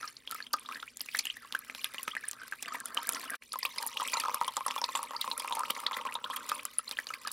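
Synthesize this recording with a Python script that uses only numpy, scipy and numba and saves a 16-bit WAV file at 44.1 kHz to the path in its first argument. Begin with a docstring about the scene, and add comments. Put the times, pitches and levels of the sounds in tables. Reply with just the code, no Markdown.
"""A thin, broken thread of tap water falls into a steel kitchen sink with a shallow puddle, a metre from a phone.
Larger drops trap air pockets: decaying sines near 1 kHz. Small bubbles are gliding sines, mostly upwards.
Droplets ping and splat on the steel under hissing noise; pockets, bubbles and taps thump the basin resonances.
A paw knocks the thread aside at 2.62 s; near 3.4 s the level dips briefly and returns at a lower gain.
Short noise echoes make the tiled kitchen, and faint low noise its hum; the two microphone ports differ slightly."""
import sys
import numpy as np
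from scipy import signal
from scipy.fft import rfft, irfft
from scipy.io import wavfile
from scipy.ndimage import uniform_filter1d
from numba import njit

SR = 44100
rng = np.random.default_rng(int(sys.argv[2]) if len(sys.argv) > 2 else 0)


def transcribe(signal):
    """Save signal, clipped to [-1, 1], as a 16-bit WAV file at the path in sys.argv[1]."""
    frames = np.atleast_2d(signal).T
    limited = np.clip(frames, -1, 1)
    pcm = np.round(limited * 32767).astype(np.int16)
    wavfile.write(sys.argv[1], SR, pcm)


N = 322812

# Levels in the tables are relative, ahead of the mix and the output gain.
# large air pockets closing in the puddle: t/s, level/dB, f/Hz
AIR_POCKETS = [(0.029, -23.5, 1340), (0.042, -26, 1230), (0.305, -31, 1370), (0.3235, -24.5, 1330),
               (0.349, -26, 1263), (0.536, -19, 1350), (0.5392, -12, 1230), (0.571, -36, 1230),
               (0.649, -39, 1190), (0.6883, -21.5, 1130), (0.712, -26, 1280), (.731, -33, 1530),
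               (0.775, -34, 1870), (0.8284, -23.5, 1380), (1.43, -37, 1360), (1.448, -34.5, 1117),
               (1.992, -32.5, 1070), (2.077, -19, 1275), (2.398, -36, 1450), (2.416, -26.5, 1496),
               (2.433, -31, 1540), (2.7459, -23.5, 980), (2.807, -30, 1610), (2.856, -30, 1400),
               (2.9701, -17.5, 1190), (2.9852, -25, 945), (3.027, -36, 1520), (3.09, -30, 950),
               (3.155, -30, 1040), (3.188, -34.5, 1036), (3.234, -37.5, 1076), (3.5374, -13, 1240),
               (3.557, -10.5, 1030), (3.628, -20, 1020), (3.6514, -10, 1150), (3.664, -19, 1060),
               (3.7773, -20.5, 1030), (3.8016, -19, 970), (3.8349, -15, 950), (3.8592, -20, 884),
               (3.999, -8.5, 1210), (4.018, -10.5, 996), (4.135, -12, 990), (4.146, -19, 1073),
               (4.1708, -8, 940), (4.2369, -8, 1285), (4.251, -10, 1100), (4.2573, -8.5, 1230),
               (4.2829, -7, 995), (4.295, -10, 990), (4.315, -18, 1150), (4.343, -8, 1125),
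               (4.369, -19, 1190), (4.4127, -2.5, 964), (4.4248, -15, 1140), (4.446, -22, 1010),
               (4.465, -29, 1170), (4.4788, -6, 1045), (4.5676, -6.5, 1150), (4.5773, -14, 894),
               (4.6072, -12, 1050), (4.663, -6, 1100), (4.681, -9.5, 974), (4.7033, -15, 1065),
               (4.7168, -18, 1120), (4.7619, -6.5, 1100), (4.7806, -18, 860), (4.8169, -10, 950),
               (4.839, -8, 990), (4.8891, -12, 1024), (4.9515, -5, 1084), (4.991, -12, 1134),
               (5.016, -32, 1140), (5.029, -12.5, 1130), (5.093, -30, 1170), (5.1082, -11.5, 1074),
               (5.1339, -17, 1080), (5.1483, -17, 970), (5.2428, -12.5, 1100), (5.277, -9, 1036),
               (5.3123, -16, 1016), (5.376, -37, 1090), (5.4, -18, 985), (5.446, -11.5, 976),
               (5.476, -19, 1160), (5.5086, -11, 960), (5.5235, -9.5, 980), (5.5515, -22, 900),
               (5.569, -11, 890), (5.583, -17, 970), (5.594, -14, 1094), (5.6064, -11.5, 1000),
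               (5.634, -9, 1270), (5.7, -10.5, 1160), (5.763, -20.5, 1090), (5.836, -17, 1180),
               (5.863, -23, 1120), (5.881, -24, 1090), (5.911, -13.5, 1050), (5.92, -24, 980),
               (5.9677, -14.5, 1030), (6.0518, -11, 1070), (6.064, -12.5, 1030), (6.154, -12, 960),
               (6.242, -16.5, 1000), (6.2999, -12, 1024), (6.4907, -23, 1220), (6.517, -3, 1196),
               (6.652, -18, 1164), (6.7916, -16.5, 1300), (7.1038, -12, 1290), (7.2498, -15.5, 1263),
               (7.2716, -14, 1150)]
# small bubbles: t/s, level/dB, starting f/Hz, ring time/ms, rise over the ring/octaves
CHIRPS = [(0.077, -32, 5100, 20, 1), (0.1673, -40.5, 3820, 29, 5), (0.2752, -28.5, 2960, 14, 1.5),
          (0.3123, -25.5, 4160, 2.9, 0.5), (0.4036, -28.5, 1630, 19, 0.4), (0.425, -36.5, 4200, 18, 0.5),
          (0.4669, -35, 2960, 22, 1), (0.533, -24, 4360, 30, 1.6), (0.536, -24.5, 6210, 8.7, 0.6),
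          (0.585, -42, 1950, 26, 6), (.66, -34, 3400, 19, 1), (.722, -37, 2020, 36, 4),
          (0.745, -38.5, 3500, 29, 4.5), (0.757, -32, 1550, 22, 1.5), (0.799, -39.5, 2620, 41, 8),
          (0.878, -42, 2150, 43, 2.5), (0.8262, -32.5, 3320, 10, 1), (1.007, -25, 4560, 13, 1.5),
          (1.01, -23, 3500, 6.9, -2), (1.087, -32.5, 2230, 23, 1.5), (1.148, -25, 1525, 37.5, 3.5),
          (1.1906, -17.5, 4050, 19, 2), (1.208, -31, 3820, 5.5, 2.5), (1.255, -32, 6050, 13, 3),
          (1.254, -25.5, 2970, 16, -0.5), (1.269, -29.5, 2810, 24, 1), (1.2998, -29, 2650, 34, 2.5),
          (1.368, -38, 1790, 37, 0.5), (1.5246, -17, 3760, 3.1, -1), (1.5492, -32.5, 2580, 15, 2),
          (1.549, -21, 1395, 29, 1.5), (1.6983, -28, 1770, 8.2, 3.5), (1.749, -22, 2720, 2.7, 3),
          (1.8441, -23, 2980, 10.3, 2.5), (1.945, -19.5, 2530, 1.3, -3), (1.9821, -29, 2980, 29, -0.5),
          (2.0799, -17, 2200, 2.2, 0.5), (2.111, -38, 2820, 56, 1.5), (2.1517, -23.5, 2080, 4.4, 1),
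          (2.1665, -24.5, 1690, 29, 1), (2.237, -33, 1580, 49, 1), (2.332, -24, 3600, 2.5, 4),
          (2.5234, -24.5, 1690, 22, -0.5), (2.534, -31, 1560, 12, -1.5), (2.6258, -20.5, 5440, 3, 8),
          (2.6588, -29, 2900, 9.7, -0.5), (2.6814, -24.5, 1540, 14, 1), (2.6839, -31.5, 4440, 16, 0.4),
          (2.7435, -29, 1910, 6.5, 1), (2.9739, -23, 2910, 21, 0.7), (3.147, -25, 4530, 17, 3),
          (3.1681, -27, 2330, 5.2, -2), (3.298, -35, 1850, 30, 0.2), (3.317, -36, 1575, 83, 0.5),
          (3.335, -29, 1580, 26, 0), (3.343, -31, 1460, 19, 0), (3.4216, -35, 1900, 30, 5),
          (3.52, -23, 3900, 27, 3), (3.629, -22.5, 1980, 22, -0.5), (3.63, -16.5, 4400, 15, 1.6),
          (3.65, -21, 2160, 82, 7), (3.7826, -15.5, 4820, 17, 0.5), (3.823, -21.5, 1630, 14, 1.3),
          (3.9703, -16.5, 2550, 31, 3), (4.007, -18, 3180, 7.9, -0.5), (4.05, -23.5, 1920, 33, 2.5),
          (4.1336, -14, 1970, 13, 2), (4.169, -20, 4760, 5.7, -3), (4.1705, -20.5, 3940, 25, 0.5),
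          (4.1996, -19.5, 5100, 22, 2.7), (4.371, -30, 2420, 35, 0.5), (4.4459, -17.5, 3000, 3.2, 4),
          (4.48, -22.5, 2900, 38, 1.5), (4.567, -21, 3090, 32, 8.5), (4.6813, -15, 5200, 9.2, 1),
          (4.7093, -12.5, 2530, 3.9, 1.5), (4.779, -19, 3440, 16, 0), (4.8155, -19, 5560, 12, -0.5),
          (4.8414, -9.5, 3640, 14.4, 4), (4.953, -12, 2740, 4.8, 0.5), (5.164, -23.5, 4290, 26, 1.3),
          (5.2128, -18.5, 3420, 36, 3.5), (5.3145, -17.5, 3910, 24, 0.7), (5.399, -26.5, 3120, 32, 1),
          (5.3968, -23, 4140, 26, 2.5), (5.4795, -22.5, 2240, 14, 2), (5.5245, -16, 3320, 9.1, 1.5),
          (5.65, -30.5, 1870, 74, 8), (5.701, -18, 2700, 35, 1.8), (5.75, -29.5, 3900, 17, 0),
          (5.765, -25, 1810, 23, 3), (5.789, -30, 3050, 30, 1), (5.863, -23, 1650, 43, 2.5),
          (5.8644, -9.5, 3080, 24.3, 3.5), (5.912, -28, 1820, 31, 3), (5.93, -24, 3060, 26, 3),
          (5.9384, -26, 2870, 57, 3.5), (5.967, -21.5, 1680, 30, 2.5), (5.986, -27, 1820, 26, 2),
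          (6.0127, -24.5, 2670, 18, 2.5), (6.088, -27, 1780, 55, 1), (6.069, -26, 2050, 46, 4.5),
          (6.124, -19, 2420, 7.3, 0.5), (6.153, -18, 3480, 18, 0.9), (6.2415, -18, 2800, 25, 3),
          (6.307, -26.5, 3100, 47, 0.98), (6.331, -31, 1470, 60, 4.5), (6.363, -22.5, 3090, 23, 0.5),
          (6.496, -25, 2940, 25, 3), (6.5925, -29, 2000, 57, 5.5), (6.79, -21.5, 2950, 12, -0.5),
          (6.8772, -28, 3780, 36, 1.5), (6.9121, -11, 4360, 3.1, -1), (6.97, -23, 2600, 23, 3.5),
          (6.9875, -13, 1710, 20, 1.1), (7.0694, -14.5, 4140, 8.9, 1), (7.088, -32, 5930, 16, 1.5),
          (7.1363, -23.5, 1810, 48, 4.5), (7.139, -20, 4430, 5.7, 0.0), (7.2745, -16, 4850, 10.4, 0)]
# droplets ticking on wet steel: t/s, level/dB, f/Hz, ring time/ms
STEEL_TICKS = [(0.312, -31, 11500, 2.7), (0.346, -30.5, 14200, 0.47), (0.53, -31.5, 9800, 1.9),
               (0.532, -28.5, 14300, 2.7), (0.5958, -43, 9650, 5.5), (0.971, -33.5, 7060, 1.9),
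               (1.015, -30, 11500, 2.9), (1.17, -28, 10260.0, 1.1), (1.1889, -22, 9700, 1.1),
               (1.254, -32.5, 12000, 1.6), (1.5906, -34.5, 11300, 4.4), (1.8436, -26, 11400, 1.9),
               (2.0309, -25.5, 14500, 0.46), (2.2824, -34, 9100, 5.3), (2.286, -27.5, 9440, 5.8),
               (2.3126, -27, 7400, 1.7), (2.8025, -31, 8650, 1.7), (2.8574, -27.5, 9450, 2.4),
               (2.9464, -29, 9500, 1.7), (3.071, -27.5, 14100, 1.7), (3.0914, -17, 8750, 1.6),
               (3.1224, -31.5, 11100, 4.4), (3.134, -32, 7300, 3.7), (3.3039, -29, 10660, 3.6),
               (3.5314, -21.5, 9800, 2.1), (3.5886, -21.5, 12900, 4.7), (3.653, -18, 14000, 1.4),
               (3.865, -20, 10530, 5.5), (3.8726, -17, 12370.0, 1.1), (4.029, -29, 8000, 5.8),
               (4.076, -23, 8100, 3.8), (4.1991, -19.5, 10400, 3.9), (4.345, -15, 11160, 3.7),
               (4.479, -24.5, 9900, 3.4), (4.568, -18, 7560, 3.5), (4.6652, -19.5, 10600, 5.7),
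               (4.973, -26.5, 7940, 9), (5.03, -20.5, 9900, 1.4), (5.212, -19, 14600, 1.1),
               (5.378, -20, 10450, 4.3), (5.3976, -21, 9600, 2.8), (5.476, -25, 9300, 1.4),
               (5.552, -20, 9100, 1.1), (5.5934, -20, 9500, 2), (6.141, -26.5, 9900, 3.9),
               (6.362, -23.5, 12000, 3), (6.4919, -21, 7000, 2.3), (6.551, -29, 9900, 11),
               (6.6528, -17, 10000, 1.5), (6.653, -24, 7200, 5), (6.7846, -14, 10060, 13.6),
               (7.2733, -27, 10000, 4.1), (7.316, -17.5, 9700, 0.49)]
# the thread swells and thins: t/s, fine spray level/dB, puddle churn level/dB, f of its air pockets/Hz
THREAD_FLOW = [(0., -53.5, -48, 1354), (.221, -72.5, -80, 1320), (.361, -57, -57.5, 1370),
               (.491, -67.5, -67, 1220), (.741, -59.5, -53.5, 1260), (1.031, -68, -77.5, 1620),
               (1.181, -54, -71, 1450), (1.401, -65.1, -59, 1435), (1.941, -59, -58.5, 1543),
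               (2.301, -65, -54.5, 1540), (2.601, -65.5, -67.5, 1450), (2.681, -57, -47, 1455),
               (2.821, -57.5, -50, 1350), (3.321, -54.5, -48.5, 1355), (3.471, -58.5, -81, 1245),
               (3.751, -47.5, -48.5, 1033), (4.201, -46.5, -47, 1065), (4.531, -53, -50, 1077),
               (4.701, -50.5, -50.5, 1105), (5.551, -50, -44, 1039), (6.191, -54.5, -43.5, 1162),
               (6.501, -47, -43, 1208), (6.801, -56, -59.5, 1260), (7.32, -50.5, -49.5, 1306)]
# basin resonances: f/Hz, width/Hz, level before the dip/dB, level after it/dB
BASIN_MODES = [(233.5, 65, 5.5, 9.5), (290, 19.8, 9, 11.5), (358, 20.6, 5.5, 6), (476.5, 55, 6, 14.5),
               (609, 47, 2.5, 11.5), (678, 59, 5.5, -21), (1010, 67, -3, 17), (1118, 68, 4, 19.5),
               (1212, 18, 3, -4)]
# spectrum of the spray hiss: f/Hz, level per Hz/dB
SPRAY_SPECTRUM = [(880, -19), (1500, -3), (2740, -17), (3000, 2.5), (4780, 12.5), (6180, 4), (10000, 10.5),
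                  (16000, -13)]
# spectrum of the film running down the steel: f/Hz, level per Hz/dB
WASH_SPECTRUM = [(900, -5), (1600, -13), (4500, 2), (7000, 25), (10000, 3), (16000, -8)]
# left-right difference between the microphone ports: f/Hz, width/Hz, level/dB
PORT_DIFFERENCE = [(860, 640, -22), (5100, 560, -21), (12200, 7600, -7)]
# spectrum of the kitchen hum: f/Hz, level per Hz/dB
KITCHEN_SPECTRUM = [(25, -16), (55, -3), (95, -11), (120, -1.5), (180, -12.5), (236, 3.5), (321, -11.5),
                    (474, -7.5), (644, -17), (700, -18.5), (910, -24), (1540, -120)]
# overall gain, held at its end values outside these times: t/s, level/dB
OUTPUT_GAIN = [(3.36, -5), (3.372, -45), (3.385, -47), (3.402, -39), (3.418, -13.5)]

TIME_S = np.arange(N) / SR
NUDGED_S, DIP_S = 2.62, 3.385  # a paw knocks the thread aside until the dip
NUDGED_DB = 3  # meanwhile it strikes barer steel and thumps the basin harder
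# cycles in the ring of a typical pocket, its level, and dB of ring lost per dB of strength
GULP_CYCLES, GULP_TYPICAL_DB, GULP_SHORTEN = 37.8, -11.5, 0.17
# full pitch scatter in octaves at 1 kHz and its growth: a shallower puddle rings higher and more varied
POCKET_SPREAD, SPREAD_PER_OCTAVE = 0.459, 0.93
THUMP_FOLLOW = .5  # dB of thump per dB of strength
WASH_DB, WASH_FOLLOW = -36, 0.62  # the film swells less than the spray: dB per dB
HOLLOW_HZ, HOLLOW_WIDTH_HZ = 689, 85  # basin and puddle cancel here, except while the thread is knocked aside
ROOM_T60_S, ROOM_DULL_HZ, ROOM_DB = .09, 4000, -11
KITCHEN_DB, KITCHEN_AFTER_DB = -65.5, 7.5  # the raised hum offsets most of the lower gain after the dip
TOP_HZ = 15800


def gulps():
    """After the slap of the drop, each trapped air pocket rings near 1 kHz with a slight upward glide."""
    s, db, hz = np.transpose(AIR_POCKETS)
    ring_s = GULP_CYCLES / hz * undb(GULP_SHORTEN * (GULP_TYPICAL_DB - db))
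    pockets = grains(N, s, undb(db), hz, ring_s, 0.038 + 0 * s, 0.031)
    slaps = band(splat(impacts(s, undb(db - 4.5)), 0.51), 1400, 2470)
    return pockets + slaps


def churn():
    """Many smaller pockets bubble roughly in the puddle, densest in level just after gulps and chirps."""
    _, churn_db, churn_hz = curves(THREAD_FLOW)
    churn_db = churn_db + splash([AIR_POCKETS, CHIRPS], 0.013, 25)
    spread = POCKET_SPREAD + SPREAD_PER_OCTAVE * np.log2(churn_hz / 1000)
    return undb(1.5) * patter(2600, churn_db, churn_hz, spread, 28.6, 5.62, 0.89)


def thump_blows(table):
    """Impulses on the steel, answering a strong drop less than in proportion."""
    s, db = np.transpose(table)[:2]
    return impacts(s, undb(GULP_TYPICAL_DB + THUMP_FOLLOW * (db - GULP_TYPICAL_DB)))


def basin():
    """Pockets, bubbles and small taps strike the resonances of the steel basin."""
    small_taps = taps(1200, curves(THREAD_FLOW)[1] + 22, 5.95)
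    blows = thump_blows(AIR_POCKETS) + thump_blows(CHIRPS) + small_taps
    after_dip = TIME_S > DIP_S
    nudged = (TIME_S > NUDGED_S) & ~after_dip
    blows = blows * undb(NUDGED_DB * nudged)
    thumps = np.zeros(N)
    for k, (hz, width, before_db, after_db) in enumerate(BASIN_MODES):
        gain = undb(np.where(after_dip, after_db, before_db))
        thumps += (-1) ** k * gain * band(blows, hz, width)  # neighbouring modes in opposite sign
    return thumps


def bubbles():
    """A slap of the drop, then a gliding ring whose level wavers with the rippling surface."""
    s, db, hz, ms, octaves = np.transpose(CHIRPS)
    waver = undb(6.5 + 3.37 * walk(500))
    chirps = waver * grains(N, s, undb(db), hz, ms / 1000, octaves, 0.018)
    slaps = band(splat(impacts(s, undb(db - 8.5)), 0.53), 1700, 7200)
    return chirps + slaps


def spray():
    """Tiny bubbles, pings and splats over a fine hiss, in uneven flurries, strongest just after the ticks and
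    chirps."""
    steady_db = curves(THREAD_FLOW)[0]
    flurries_db = 3 * walk(25)
    flow_db = steady_db + flurries_db + splash([STEEL_TICKS, CHIRPS], 0.0069, 29.1)
    hiss = undb(flow_db - 1.5) * coloured(SPRAY_SPECTRUM)
    fizz = undb(8.0) * patter(5000, flow_db, np.full(N, 3300.), 1.795, 36.7, 4.5, 2.23)
    # droplets land all over the basin, so each microphone port hears its own
    pings = [undb(18.5) * patter(700, flow_db, np.full(N, 10000.), 1.28, 56.0, 2.6, 1.0) for _ in range(2)]
    bare = splat(taps(600, flow_db + 8, 5.45), 1.0)
    splats = band(bare, 1760, 5200) + undb(-0.5) * band(bare, 9700, 3100)
    return hiss + fizz + np.array(pings) + splats


def wash():
    """The film running down the steel: smooth noise, independent at each port, following the thread."""
    wash_db = WASH_FOLLOW * curves(THREAD_FLOW)[0] + WASH_DB
    return undb(wash_db) * np.array([coloured(WASH_SPECTRUM), coloured(WASH_SPECTRUM)])


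def ticks():
    """Short bright pings, each at its own left-right level; the less one rings, the more it splats."""
    s, db, hz, ms = np.transpose(STEEL_TICKS)
    pan_db = 3 * rng.standard_normal(len(s))
    splats = band(splat(impacts(s, undb(db + 5.0 - 0.84 * ms)), 0.87), 10200, 3500)
    pings = [grains(N, s, undb(db + 16.5 + sign * pan_db / 2), hz, ms / 1000, 0 * s, 0.037)
             for sign in (1, -1)]
    return splats + np.array(pings)


def port_difference(mono):
    """The ports are close together: mostly short waves reach them differently."""
    wide = signal.fftconvolve(mono, echoes(0.0017))[:N]
    return sum(undb(db) * band(wide, hz, width) for hz, width, db in PORT_DIFFERENCE)


def room(mono):
    """Basin walls and tiles return short, dulled reflections."""
    dull = signal.lfilter(*signal.butter(1, ROOM_DULL_HZ, fs=SR), mono)
    return undb(ROOM_DB) * signal.fftconvolve(dull, echoes(ROOM_T60_S))[:N]


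def kitchen(pair):
    """Faint low noise, mostly common to both ports, as the hum of the kitchen."""
    hum = coloured(KITCHEN_SPECTRUM) + .33 * pair * coloured(KITCHEN_SPECTRUM)
    return undb(KITCHEN_DB + KITCHEN_AFTER_DB * (TIME_S > DIP_S)) * hum


def patter(count, flow_db, centre_hz, spread, cycles, scatter_db, octaves):
    """Many small drops at random times, ring lengths and pitches (spread in octaves); few loud, few chirp."""
    when, pitch, luck, glide, ring = rng.random((count, 5)).T
    at = (when * N).astype(int)
    hz = centre_hz[at] * 2 ** (np.broadcast_to(spread, N)[at] * (pitch - .5))
    size = undb(flow_db[at] - scatter_db * np.log(1 - .98 * luck))
    ring_s = cycles * (0.23 + 2.21 * ring) / hz
    return grains(N, at / SR, size, hz, ring_s, octaves * glide ** 4, 0.048)


@njit
def grains(n, s, size, hz, t60, octaves, onset):
    """Decaying sines swell in over a share of their ring; rising ones glide up, hold, then burst."""
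    out = np.zeros(n)
    for k in range(len(s)):
        start, length, phase = int(s[k] * SR), int(t60[k] * SR), 0.
        rise = max(octaves[k], 0.)
        for i in range(min(length, n - start)):
            u = i / length
            phase += min(hz[k] * 2 ** (octaves[k] * u), .45 * SR) / SR
            swell = np.sin(np.pi / 2 * min(u / onset, 1.)) ** 2
            # slower decay at first, then a sudden end, the more it rises towards the surface
            decay = 1000. ** -(u / (1 + rise / 2) + 6 * rise * u ** 3)
            out[start + i] += size[k] * swell * decay * np.sin(2 * np.pi * phase)
    return out


def impacts(s, size):
    """One impulse for each drop."""
    out = np.zeros(N)
    np.add.at(out, np.minimum((s * SR).astype(int), N - 1), size)
    return out


def taps(count, flow_db, scatter_db):
    """Bare impulses of small drops that trap no air."""
    when, luck = rng.random((count, 2)).T
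    db = flow_db[(when * N).astype(int)] - scatter_db * np.log(1 - .98 * luck)
    return impacts(when * N / SR, undb(db))


def splat(blows, ms):
    """Each impulse becomes a short ragged noise burst, peaking after ms, as a drop flattens."""
    t = np.arange(int(.012 * SR)) / SR * 1000 / ms
    return signal.fftconvolve(blows, t * np.exp(1 - t))[:N] * rng.standard_normal(N)


def splash(tables, after_s, boost_db):
    """Extra dB, decaying over after_s, for the small drops thrown up by each big one."""
    s, db = np.transpose([row[:2] for table in tables for row in table])
    fade = np.exp(-1 / (after_s * SR))
    thrown = signal.lfilter([1], [1, -fade], impacts(s, undb(db)))
    return 20 * np.log10(1 + undb(boost_db) * thrown)


def echoes(t60):
    """Dense decaying noise reflections after a 1 ms gap, total energy 1."""
    t = np.arange(int(.3 * SR)) / SR
    tail = rng.standard_normal(len(t)) * 1000 ** (-t / t60) * (t > .001)
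    return tail / np.sqrt(np.sum(tail ** 2))


def coloured(table):
    """Noise of RMS 1 with a spectrum of (f/Hz, level/dB) points."""
    hz, db = np.transpose(table)
    f = np.fft.rfftfreq(N, 1 / SR) + 1
    gain = undb(np.interp(np.log(f), np.log(hz), db))
    return level(irfft(rfft(rng.standard_normal(N)) * gain, N), 0)


def walk(rate):
    """Random levels held 1 / rate s and slewed; spread near 1."""
    k = int(SR / rate)
    return uniform_filter1d(np.repeat(rng.standard_normal(N // k + 1), k), k)[:N]


def curves(table):
    """Columns of a time table as straight lines between its points."""
    s, *columns = np.transpose(table)
    return [np.interp(TIME_S, s, c) for c in columns]


def band(x, hz, width):
    """Two-pole resonance, gain 1 at the centre."""
    return signal.lfilter(*signal.iirpeak(hz, hz / width, fs=SR), x)


def level(x, db):
    """Scale to an RMS level in dB."""
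    return x * undb(db) / np.sqrt(np.mean(x ** 2))


def undb(db):
    """Amplitude factor of a level in dB."""
    return 10 ** (np.asarray(db) / 20)


def scene():
    """The water at two close microphone ports, then its reflections and the kitchen behind."""
    water = gulps() + churn() + basin() + bubbles() + spray() + wash() + ticks()
    # small sources radiate no deep bass
    water = signal.sosfilt(signal.butter(3, 190, "high", fs=SR, output="sos"), water)
    not_nudged = np.abs(TIME_S - (NUDGED_S + DIP_S) / 2) > (DIP_S - NUDGED_S) / 2
    water = water - not_nudged * band(water, HOLLOW_HZ, HOLLOW_WIDTH_HZ)
    mono = water.mean(axis=0)
    pair = np.array([[1], [-1]])  # opposite sign left and right
    return water + room(mono) + pair * port_difference(mono) + kitchen(pair)


def record(dry):
    """The gain dips briefly and settles lower, then the top is cut."""
    faded = dry * undb(curves(OUTPUT_GAIN)[0])
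    return signal.sosfilt(signal.ellip(10, .2, 70, TOP_HZ, fs=SR, output="sos"), faded)


dry = scene()
out = record(dry)
transcribe(out)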